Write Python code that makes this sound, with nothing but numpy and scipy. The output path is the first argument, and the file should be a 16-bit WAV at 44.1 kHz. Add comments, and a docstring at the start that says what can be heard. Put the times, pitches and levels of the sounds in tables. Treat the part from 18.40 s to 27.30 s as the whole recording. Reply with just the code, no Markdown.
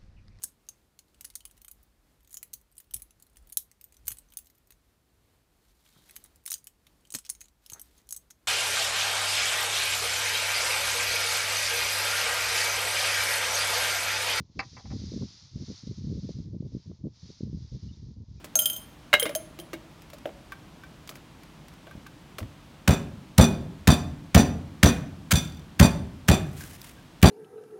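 """A small knock and the bright taps of a steel spoon come first, over the low rush of a kitchen.
The spoon clacks down in a dish, fingers pick garlic cloves off a plate, and cloves drop into a big wooden mortar.
Nine pestle strokes follow: each crushes garlic and sugar, thuds, and sets the mortar hopping on the counter,
which shakes a nearby steel bowl into a short jingle. Before the last stroke the pestle twists in the paste.
Hard things are sums of fading sine waves; crushing, rubbing and knocks are noise shaped in colour and time."""
import sys
import numpy as np
from scipy import signal
from scipy.fft import rfft, irfft, next_fast_len
from scipy.io import wavfile
from scipy.ndimage import uniform_filter1d

SR = 44100
rng = np.random.default_rng(int(sys.argv[2]) if len(sys.argv) > 2 else 0)


def inscribe(sig):
    """Save sig as 16-bit PCM at rate SR to the path in sys.argv[1].

    A 1-D sig is mono; a 2-D sig holds one channel per row.
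    Samples are clipped to [-1, 1] before scaling.
    """
    pcm = np.round(np.clip(np.atleast_2d(sig).T, -1, 1) * 32767)
    wavfile.write(sys.argv[1], SR, pcm.astype(np.int16))


N = 392490
T = np.arange(SR // 2) / SR  # time within one short sound [s]


def amp(db):
    """Turn decibels into a gain."""
    return 10 ** (np.asarray(db) / 20)


def unit(x):
    """Scale a signal to an average strength (rms) of 1."""
    return x / np.sqrt(np.mean(x ** 2) + 1e-20)


def along(points, hz):
    """Read a curve of (frequency [Hz], value) points, with pitch spaced evenly by octave."""
    point_hz, values = np.transpose(points)
    return np.interp(np.log(hz + 1), np.log(point_hz), values)


def coloured(x, spectrum):
    """Make some frequencies of x stronger than others, then scale it to rms 1."""
    gain = amp(along(spectrum, np.fft.rfftfreq(len(x), 1 / SR)))
    return unit(irfft(rfft(x) * gain, len(x)))


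def noise(spectrum, size=len(T), gritty_db=0):
    """Coloured noise at rms 1; grit makes a few grains stand out."""
    grit = amp(gritty_db * rng.standard_normal(size))
    return coloured(rng.standard_normal(size) * grit, spectrum)


def narrow(hz, width_hz):
    """Noise in one narrow resonance, heard as a breathy note."""
    return noise([(max(hz - 6 * width_hz, 1), -60), (hz, 0), (hz + 6 * width_hz, -60)])


def fade(t60, t=T):
    """A steady dying away that drops 60 dB in t60 seconds."""
    return np.exp(-np.log(1000) * t / t60)


def clumps(depth_db, size=70):
    """An uneven gain of rms 1 that makes grains bunch within milliseconds."""
    wander = unit(uniform_filter1d(rng.standard_normal(len(T)), size))
    return unit(amp(depth_db * wander))


def ring(modes, detune=0, after_db=-120, after_t60=0.96, buzz=0, scatter=1):
    """One fading sine per mode (row), varied at each contact; loose contacts buzz, a free ring lasts on."""
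    hz, db, t60 = np.transpose(modes)[:3, :, None]
    hz = hz * (1 + detune * rng.standard_normal(hz.shape))
    db = db + 1.5 * rng.standard_normal(hz.shape)
    flutter = uniform_filter1d(rng.standard_normal((len(hz), len(T))), size=150)
    decay = fade(t60) + amp(after_db) * fade(after_t60)
    turns = hz * T + scatter * (rng.random(hz.shape) - .5)
    phase = 2 * np.pi * turns + buzz * unit(flutter)
    return amp(db) * np.sin(phase) * decay * (1 - fade(.003))  # the last factor softens the start


def add(track, s, sound):
    """Mix a sound into the track at time s [s]."""
    start = min(max(round(s * SR), 0), N)
    track[start:start + len(sound)] += sound[:N - start]


# colour of the kitchen's rush: (frequency [Hz], relative level [dB])
QUIET_COLOUR = [(25, -2.5), (50, 2.5), (108, -4.5), (150, 2), (220, -4), (315, -3.5), (400, -12.5),
                (1050, -14.5), (1900, -20), (3200, -21), (6500, -29.5), (16000, -39.5)]


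def quiet_kitchen(level_db=-49.5):
    """The low rush of the kitchen is steady noise, strongest in the bass."""
    return amp(level_db) * noise(QUIET_COLOUR, size=N)


# how long the kitchen echoes at each pitch: (frequency [Hz], t60 [s])
ROOM_DECAY = [(100, 1), (350, 0.69), (900, 0.59), (2500, 0.47), (6400, 0.38), (15000, 0.33)]


def room_answer(x, gap_s=.006):
    """The room's echo is noise whose treble dies first, drawn anew for each half second of sound."""
    out = np.zeros(N)
    for start in range(0, N, len(T)):
        hz, t, bands = signal.stft(rng.standard_normal(SR), SR, nperseg=256)
        fading = bands * fade(along(ROOM_DECAY, hz)[:, None], t)
        tail = signal.istft(fading, SR, nperseg=256)[1]
        answer = signal.fftconvolve(x[start:start + len(T)], tail / np.linalg.norm(tail))
        add(out, start / SR + gap_s, answer)
    return out


# dry ticks of fingers on garlic: (time [s], level [dB])
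PICKS = [(1.62, -49), (1.701, -46.5), (1.784, -51), (2.675, -42.5), (3.034, -50), (3.283, -47.5),
         (3.337, -55), (3.667, -47.5)]
# colour of hard clacks, also used by other sources: (frequency [Hz], relative level [dB])
CLACK_COLOUR = [(500, -24.5), (1100, 7), (1600, 2.5), (2400, 2), (3500, -3), (6000, -40.5)]
# colour of bright ticks, also used by other sources: (frequency [Hz], relative level [dB])
TICK_COLOUR = [(2000, -11), (4500, 0), (9000, -6.5), (16000, -6.5)]


def fingers(dull_db=-2, t60=0.034):
    """Fingers pick cloves off a plate with faint, dry ticks: short bursts of noise."""
    out = np.zeros(N)
    for s, db in PICKS:
        touch = amp(dull_db) * noise(CLACK_COLOUR) + noise(TICK_COLOUR)
        add(out, s, amp(db) * touch * fade(t60))
    return out


# taps on the plate as cloves are picked off it: (time [s], level [dB])
PLATE_TAPS = [(2.121, -32.5), (2.436, -42), (3.472, -46.5), (3.511, -43), (3.664, -42.5)]
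# ringing notes of the plate: (frequency [Hz], relative level [dB], t60 [s])
PLATE_MODES = [(1170, 3, 0.043), (1560, 5, 0.063), (2296, -8.5, 0.11), (3600, -15, 0.1)]


def plate(ring_db=-4, touch_db=-9, touch_t60=0.055):
    """A hand-held plate answers each light tap with a short, dull note."""
    out = np.zeros(N)
    for s, db in PLATE_TAPS:
        touch = (noise(CLACK_COLOUR) + noise(TICK_COLOUR) / 2) * fade(touch_t60)
        note = ring(PLATE_MODES, detune=.01, buzz=.4).sum(0)
        add(out, s, amp(db) * (amp(ring_db) * note + amp(touch_db) * touch))
    return out


# small knocks of utensils and falling cloves: (time [s], level [dB], weight [0-1], hardness [0-1])
KNOCKS = [(0.044, -37.5, 0.54, 0.96), (0.855, -26.5, 0.63, 0.89), (0.893, -31.5, 0.53, 0.87),
          (1.189, -41, 0.56, 0.98), (1.332, -35, 0.57, 0.93), (1.733, -44, 0.66, 0.98),
          (1.856, -22, 0.57, 0.51), (2.692, -35.5, 0.56, 0.97), (2.755, -43, 0.53, 0.95),
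          (3.469, -40, 0.6, 0.6), (3.552, -27.5, 0.95, 0), (3.984, -29, 0.55, 0.89),
          (4.014, -25.5, 1, 0.07)]
# colour of the deep part of a knock: (frequency [Hz], relative level [dB])
THUMP_COLOUR = [(30, -14.5), (70, 1.5), (180, -11), (300, -15.5), (800, -59.5)]
# colour of the woody part of a knock: (frequency [Hz], relative level [dB])
BODY_COLOUR = [(150, -32.5), (330, 2), (450, -4.5), (600, 7), (850, -12), (1500, -39.5)]


def knocks(thump_db=-4, body_db=1, clack_db=0, tick_db=0, rebound_db=-10,
           light_loss_db=55, soft_loss_db=70, dent_t60=0.0048, count=3):
    """Things tumble to rest on wood: light ones lack bass, soft ones lack treble."""
    out = np.zeros(N)
    height = np.linspace(0, 1, 4)  # the four bands, from low to high
    for s, db, weight, hardness in KNOCKS:
        light_loss = light_loss_db * np.maximum(1 - weight - height, 0)
        soft_loss = soft_loss_db * np.maximum(height - hardness, 0)
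        thump, body, clack, tick = -light_loss - soft_loss
        for k in range(count):
            drop_db = rebound_db * np.sqrt(k)
            low = amp(thump + thump_db) * noise(THUMP_COLOUR) * fade(0.18)
            low = low + amp(body + body_db) * noise(BODY_COLOUR) * fade(0.081)
            high = amp(clack + clack_db) * noise(CLACK_COLOUR) * fade(0.027)
            # rebounds lose extra treble: the drop counts twice for the tick
            high = high + amp(tick + tick_db + drop_db) * noise(TICK_COLOUR) * fade(0.068)
            add(out, s, amp(db + drop_db) * (low * (1 - fade(dent_t60)) + high))
            s = s + rng.uniform(0.0096, 0.025)
    return out


# the spoon clacks and rattles on a dish: (time [s], level [dB])
CLACKS = [(0.7297, -14.5), (.7387, -9), (0.7506, -21.5), (0.822, -31), (.863, -30.5), (1.338, -36.5)]
# ringing notes of the dish: (frequency [Hz], relative level [dB], t60 [s])
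DISH_MODES = [(600, -4.5, 0.098), (1632, 4.5, 0.044), (2170, 3.5, 0.073), (2883, -1.5, 0.07),
              (3800, -3.5, 0.083)]


def dish(ring_db=-4, clack_db=-6.5, clack_t60=0.035, tick_db=-13, even_db=-16,
         brightening=0.07, pivot_hz=1700):
    """Short clacks on a dish: the harder the contact, the more its upper notes speak."""
    out = np.zeros(N)
    octaves_up = np.maximum(np.log2(np.array(DISH_MODES)[:, 0] / pivot_hz), 0)
    for s, db in CLACKS:
        contact = amp(clack_db) * noise(CLACK_COLOUR) + amp(tick_db) * noise(TICK_COLOUR)
        contact = contact * fade(clack_t60) * clumps(2.2)
        share = amp(ring_db + brightening * (db - even_db) * octaves_up)
        add(out, s, amp(db) * (share @ ring(DISH_MODES, detune=.015, buzz=.7) + contact))
    return out


# hollow notes as the spoon settles: (time [s], frequency [Hz], level [dB], glide [octaves/s])
HOLLOWS = [(0.732, 625, -20, -5.5), (0.825, 522, -18.5, -11.5), (0.859, 318, -24.5, 0.5),
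           (.894, 577, -24, 0.5), (0.955, 616, -18.5, 2.2), (1.188, 334, -30, 1.5), (1.333, 344, -27.5, -2)]


def hollow(rise_t60=0.016, t60=0.09, slide_db=-48, slide_t60=0.37, low_hz=335, high_hz=630, width_hz=45):
    """A hollow note glides as the spoon's contact shifts; the spoon slides on, rubbing two low notes."""
    out = np.zeros(N)
    for s, hz, db, glide in HOLLOWS:
        phase = 2 * np.pi * np.cumsum(hz * 2 ** (glide * T)) / SR
        note = amp(db) * np.sin(phase) * fade(t60)
        slide = amp(slide_db) * (narrow(low_hz, width_hz) + narrow(high_hz, width_hz)) * fade(slide_t60)
        add(out, s, (note + slide) * (1 - fade(rise_t60)))
    return out


# spoon taps: (time [s], level [dB], place [0 tip - 1 neck], how firmly it rests on something [0-1])
TAPS = [(.155, -9, .02, 0.3), (.19, -11.5, 0.75, 0), (.219, -24.5, 0.36, 0), (.257, -11.5, 0.87, 0.14),
        (0.299, -22, 0.82, 0), (.331, -29.5, 0.57, 0), (.363, -30, 0.68, 0), (.7975, -12.5, 0.83, 0.28),
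        (0.828, -13, 0.93, 0.74), (0.951, -14, 0.58, 0.87), (.96, -21.5, 0.67, 0.8), (1.199, -29, 1, 0.7)]
# ringing notes of the spoon:
# (frequency [Hz], relative level [dB], t60 before resting chokes it [s], place where a tap wakes it best [0-1])
SPOON_MODES = [(624, -20.5, .3, .2), (1384, -31, .55, .25), (3100, -25, .45, .85), (3163, -2.5, .05, 1),
               (3900, -30, .18, .35), (5010, -34, .32, .6), (6403, 0, .066, .1), (7490, -19, .15, .3),
               (8272, -22, .13, .25), (9160, -21, .15, .1), (9367, -22.5, .32, .85), (9966, -8.5, .07, .9),
               (11722, -8, .07, .3), (13825, -3, .09, .6), (15010, -15, .045, .6)]


def spoon(ring_db=2, tick_db=-7, tick_t60=0.0027, free_db=-17, neck_loss_db=7, off_place_db=33,
          rest_loss_db=10, rest_top_loss_db=45, rest_top_hz=10000, rest_t60=0.17, rest_rattle_s=0.012,
          shimmer_db=-27.0, shimmer_t60=0.095, shimmer_free_db=-19,
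          rim_db=-26, rim_hz=10000, rim_t60=0.3, count=20):
    """The place struck picks the spoon's notes, over a high shimmer; resting chokes it and wakes the rim."""
    out = np.zeros(N)
    hz, _, _, best_place = np.transpose(SPOON_MODES)
    choke_db = rest_loss_db + rest_top_loss_db * np.maximum(np.log2(hz / rest_top_hz), 0)
    crowd_hz = np.linspace(8400, 15600, count) + 130 * rng.standard_normal(count)
    crowd = [(f, shimmer_db, shimmer_t60) for f in crowd_hz]
    for s, db, place, rest in TAPS:
        share = amp(ring_db - off_place_db * (place - best_place) ** 2 - rest * choke_db)
        modes = ring(SPOON_MODES, detune=.001, after_db=free_db - neck_loss_db * place, after_t60=.5, buzz=.4)
        steel = share @ modes
        shimmer = ring(crowd, after_db=shimmer_free_db, after_t60=.5, buzz=1).sum(0)
        tick = amp(tick_db) * noise(TICK_COLOUR) * fade(tick_t60 + rest * rest_rattle_s)
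        rim = rest * amp(rim_db) * narrow(rim_hz, 300) * fade(rim_t60)
        choked = (steel + shimmer) * fade(rest_t60, rest * T)  # a firmer rest fades it faster
        add(out, s, amp(db) * (choked + tick + rim))
    return out


# pushes of the twisting wrist: (time of the height [s], level [dB])
TWISTS = [(8.22, -45), (8.325, -49), (8.465, -51.5)]
# sugar grains that crack under the twisting pestle: (time [s], level [dB])
CRACKS = [(8.3519, -45), (8.4165, -35.5)]
# the twisting pestle squeaks against the wood: (time [s], frequency [Hz], level [dB])
SQUEAKS = [(8.205, 1590, -43.5), (8.566, 1600, -56.5)]
# colour of the grinding paste: (frequency [Hz], relative level [dB])
PASTE_COLOUR = [(700, -11), (1800, -3.5), (4500, -8.5), (9000, -7.5), (15500, -11)]


def twist(push_width_s=0.051, crack_db=0, crack_t60=0.015, squeak_rise_s=0.013, squeak_width_hz=70):
    """The pestle turns in gritty paste: noise that catches unevenly and swells and ebbs with each push."""
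    t = np.arange(N) / SR
    power = sum(amp(db) ** 2 / (1 + ((t - s) / push_width_s) ** 2) ** 2 for s, db in TWISTS)
    catching = unit(amp(3 * unit(uniform_filter1d(rng.standard_normal(N), size=250))))
    out = np.sqrt(power) * catching * noise(PASTE_COLOUR, size=N, gritty_db=5.5)
    for s, db in CRACKS:
        add(out, s, amp(db + crack_db) * noise(TICK_COLOUR) * fade(crack_t60))
    swell = T / squeak_rise_s * np.exp(1 - T / squeak_rise_s)
    for s, hz, db in SQUEAKS:
        add(out, s, amp(db) * narrow(hz, squeak_width_hz) * swell)
    return out


# ringing notes of the steel bowl, also used by bowl():
# (frequency [Hz], relative level [dB], t60 before any damping [s])
BOWL_MODES = [(2477, -7.5, .28), (3538, -2, .15), (4660, -3, .09), (5922, -1, .12), (7362, -4.5, .12),
              (8945, -6.5, .13), (10718, -15, .16), (12619, -12, .12), (14695, -17, .13)]


def rocking(start_s=7.05, period_s=0.024, level_db=-39, settle_db=3.5, tick_db=-5,
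            main_hz=3800, spread_db=10, damped_t60=0.093, count=7):
    """After one stroke the bowl rocks on, touching down with a small, damped clink, ever more gently."""
    out = np.zeros(N)
    share = amp(-spread_db * np.abs(np.log2(np.array(BOWL_MODES)[:, 0] / main_hz)))
    for k in range(count):
        clink = share @ ring(BOWL_MODES, detune=.003) * fade(damped_t60)
        tick = amp(tick_db) * noise(TICK_COLOUR) * fade(.02)
        add(out, start_s + k * period_s, amp(level_db - settle_db * np.log2(k + 1)) * (clink + tick))
    return out


# pestle strokes, also used by thuds(), mortar() and crunch():
# (time [s], force [dB], crunch level [dB], crushing time [s], crispness [dB/octave],
#  jingle level [dB], the bowl's leading note [Hz])
STROKES = [(4.4856, -11, -18.5, 0.0093, -2, -14.5, 2477), (4.9883, -5.5, -18, 0.0089, 0.5, -6.5, 3538),
           (5.4813, -8, -15, 0.0082, -1.5, -8.5, 4660), (5.9538, -6, -14.5, 0.0079, -1, -8.5, 5922),
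           (6.4375, -7.5, -11, 0.0073, -2, -8, 5922), (6.9328, -12, -17.5, 0.025, 0, -10, 3538),
           (7.4052, -5.5, -15, 0.01, -0.5, -6.5, 4660), (7.8932, -8.5, -17, 0.01, -1, -10.5, 2477),
           (8.8337, -4.5, -18, 0.0068, 0.5, -7.5, 4660)]
# the bowl's contacts after a stroke: (delay before a small random shift [s], level [dB])
JINGLE = [(.005, -1), (.022, 8), (.036, 4), (.05, 2), (.064, -10)]
# colour of the bowl's chatter on the counter: (frequency [Hz], relative level [dB])
CHATTER_COLOUR = [(700, 12), (1500, -13), (2800, -8), (3500, 11), (5200, 0), (9500, 3), (11000, -7),
                  (15500, -8)]


def bowl(ring_db=-24.5, chatter_db=-23, chatter_t60=0.056, after_db=-26, after_db_per_octave=-10,
         strongest_db=5, choke_t60=0.51):
    """The jolt sets a steel bowl chattering; each contact chokes the last ring, and low notes linger."""
    out = np.zeros(N)
    hz = np.array(BOWL_MODES)[:, 0]
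    linger_db = after_db + after_db_per_octave * np.log2(hz / hz.min())[:, None]
    choke = choke_t60 * (hz.min() / hz[:, None]) ** 2  # high notes are choked fastest
    flights = np.append(np.diff(np.array(JINGLE)[:, 0]), T[-1])  # time until the next contact
    for s, *_, db, note_hz in STROKES:
        leads = np.arange(len(hz)) == np.argmin(np.abs(hz - note_hz))
        share = amp(ring_db + strongest_db * leads)
        for (delay, contact_db), flight in zip(JINGLE, flights):
            modes = ring(BOWL_MODES, detune=.0015, after_db=linger_db, buzz=.6)
            steel = share @ (modes * fade(choke, np.maximum(T - flight, 0)))
            chatter = noise(CHATTER_COLOUR, gritty_db=3) * fade(chatter_t60) * clumps(2.6)
            contact = steel + amp(chatter_db) * chatter
            add(out, s + delay + .0012 * rng.standard_normal(), amp(db + contact_db) * contact)
    return out


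# the blow and the mortar's hops after it, also used by mortar():
# (delay [s], push level [dB], typical softness [s], knock level [dB])
HOPS = [(0, -3.5, .0015, -3), (0.0108, -1.5, 0.0021, 2.5), (.025, -5, .0027, -3.5), (.045, -8, 0.0014, -4)]
# colour of the room's low boom: (frequency [Hz], relative level [dB])
BOOM_COLOUR = [(50, -1.5), (85, 10.5), (118, 3), (155, 9), (205, 4), (290, -4), (900, -55)]


def thuds(push_db=5, boom_db=-16, boom_t60=1.07, boom_rise_s=0.0056):
    """Each hop pushes the counter down once; the room's low modes boom on, much alike every stroke."""
    out, t = np.zeros(N), np.arange(SR) / SR
    lead = T[-1] / 20  # room for the pulse to begin before its centre
    room_modes = noise(BOOM_COLOUR, size=SR)
    for s, db, *_ in STROKES:
        for delay, hop_db, soft, _ in HOPS:
            u = (T - lead) / (soft * np.exp(0.051 * rng.standard_normal()))
            push = (u * u - 1) * np.exp(-u * u / 2)  # the air follows the acceleration of a smooth dent
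            add(out, s + delay - lead, amp(db + hop_db + push_db) * push)
        boom = unit(room_modes + noise(BOOM_COLOUR, size=SR))
        boom = boom * fade(boom_t60, t) * (1 - np.exp(-t / boom_rise_s))
        add(out, s, amp(db + boom_db) * boom)
    return out


# ringing notes of mortar and counter: (frequency [Hz], relative level [dB], t60 [s])
WOOD_MODES = [(160, -4.5, 0.13), (197.3, 5, 0.15), (234.15, 5, 0.28), (279.7, -1.5, 0.31),
              (352.2, -4.5, 0.16), (387.7, -6, 0.39), (577, -1.5, 0.078), (718, -13.5, 0.36)]
# colour of the wooden knock: (frequency [Hz], relative level [dB])
KNOCK_COLOUR = [(150, -30), (300, 5), (600, 7.5), (1700, -3.5), (2600, -12), (4000, -11.5), (6000, -31)]


def mortar(ring_db=-14, knock_db=-8.0, knock_t60=0.15, ring_lead_s=.0013, knock_lead_s=.003,
           cushion_db_per_s=604):
    """The wood knocks at each hop and rings briefly in step with the push, damped by paste and hand."""
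    out = np.zeros(N)
    for s, force_db, _, crush, *_ in STROKES:
        for delay, _, _, hop_db in HOPS:
            # the longer the garlic takes to give way, the softer the wood knocks
            strength = amp(force_db - cushion_db_per_s * crush + hop_db)
            wood = ring(WOOD_MODES, detune=0.0173, scatter=0.27).sum(0)
            add(out, s + delay - ring_lead_s, -strength * amp(ring_db) * wood)
            knock = noise(KNOCK_COLOUR) * fade(knock_t60) * clumps(3.0)
            add(out, s + delay - knock_lead_s, strength * amp(knock_db) * knock)
    return out


# colour of breaking garlic and sugar: (frequency [Hz], relative level [dB])
CRUNCH_COLOUR = [(200, -12), (550, 1.5), (950, -6.5), (1500, 3.5), (3200, -0.5), (4400, -4), (6300, -2.5),
                 (9000, -7), (15500, -9)]


def crunch(level_db=2.5, swell=0.9, release_t60=0.014, touch_db=-17, lead_growth_s=.0021, clump_db=1.45,
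           again_s=0.0037, again_db=-5, again_t60=0.027):
    """The pestle touches the heap, earlier as paste builds up; garlic and sugar break, then crack again."""
    out = np.zeros(N)
    for k, (s, _, db, crush, crisp, *_) in enumerate(STROKES):
        press = np.minimum(T / (crush * 0.51), 1) ** swell
        pressure = press * fade(release_t60, np.maximum(T - crush * 0.71, 0))
        colour = [(hz, level + crisp * np.log2(hz)) for hz, level in CRUNCH_COLOUR]
        breaking = noise(colour, gritty_db=3) * clumps(clump_db)
        add(out, s - crush - .001, amp(db + level_db) * pressure * breaking)
        touch = noise(CRUNCH_COLOUR) * fade(0.015)
        add(out, s - max(crush, k * lead_growth_s), amp(db + touch_db) * touch)
        add(out, s + again_s, amp(db + again_db) * noise(CRUNCH_COLOUR) * fade(again_t60))
    return out


def scene():
    """Every source is heard close by, with the room's answer, over the low rush of the kitchen."""
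    handling = fingers() + plate() + knocks() + dish() + hollow() + spoon() + twist()
    pounding = rocking() + bowl() + mortar() + crunch()
    room = room_answer(amp(-11.5) * (pounding + handling / 2))
    return (quiet_kitchen() + room + handling + pounding + thuds())[None]


def record(dry, low_cut_hz=37, top_hz=16000):
    """The microphone drops the deepest bass, rounds off the loudest peaks and stops at a top frequency."""
    size = next_fast_len(N + SR)
    hz = np.fft.rfftfreq(size, 1 / SR)
    heard = irfft(rfft(dry, size) * hz ** 4 / (hz ** 4 + low_cut_hz ** 4), size)
    rounded = heard / (1 + np.abs(heard / .96) ** 8) ** (1 / 8)
    return irfft(rfft(rounded) / np.sqrt(1 + (hz / top_hz) ** 160), size)[:, :N]


dry = scene()
out = record(dry)
inscribe(out)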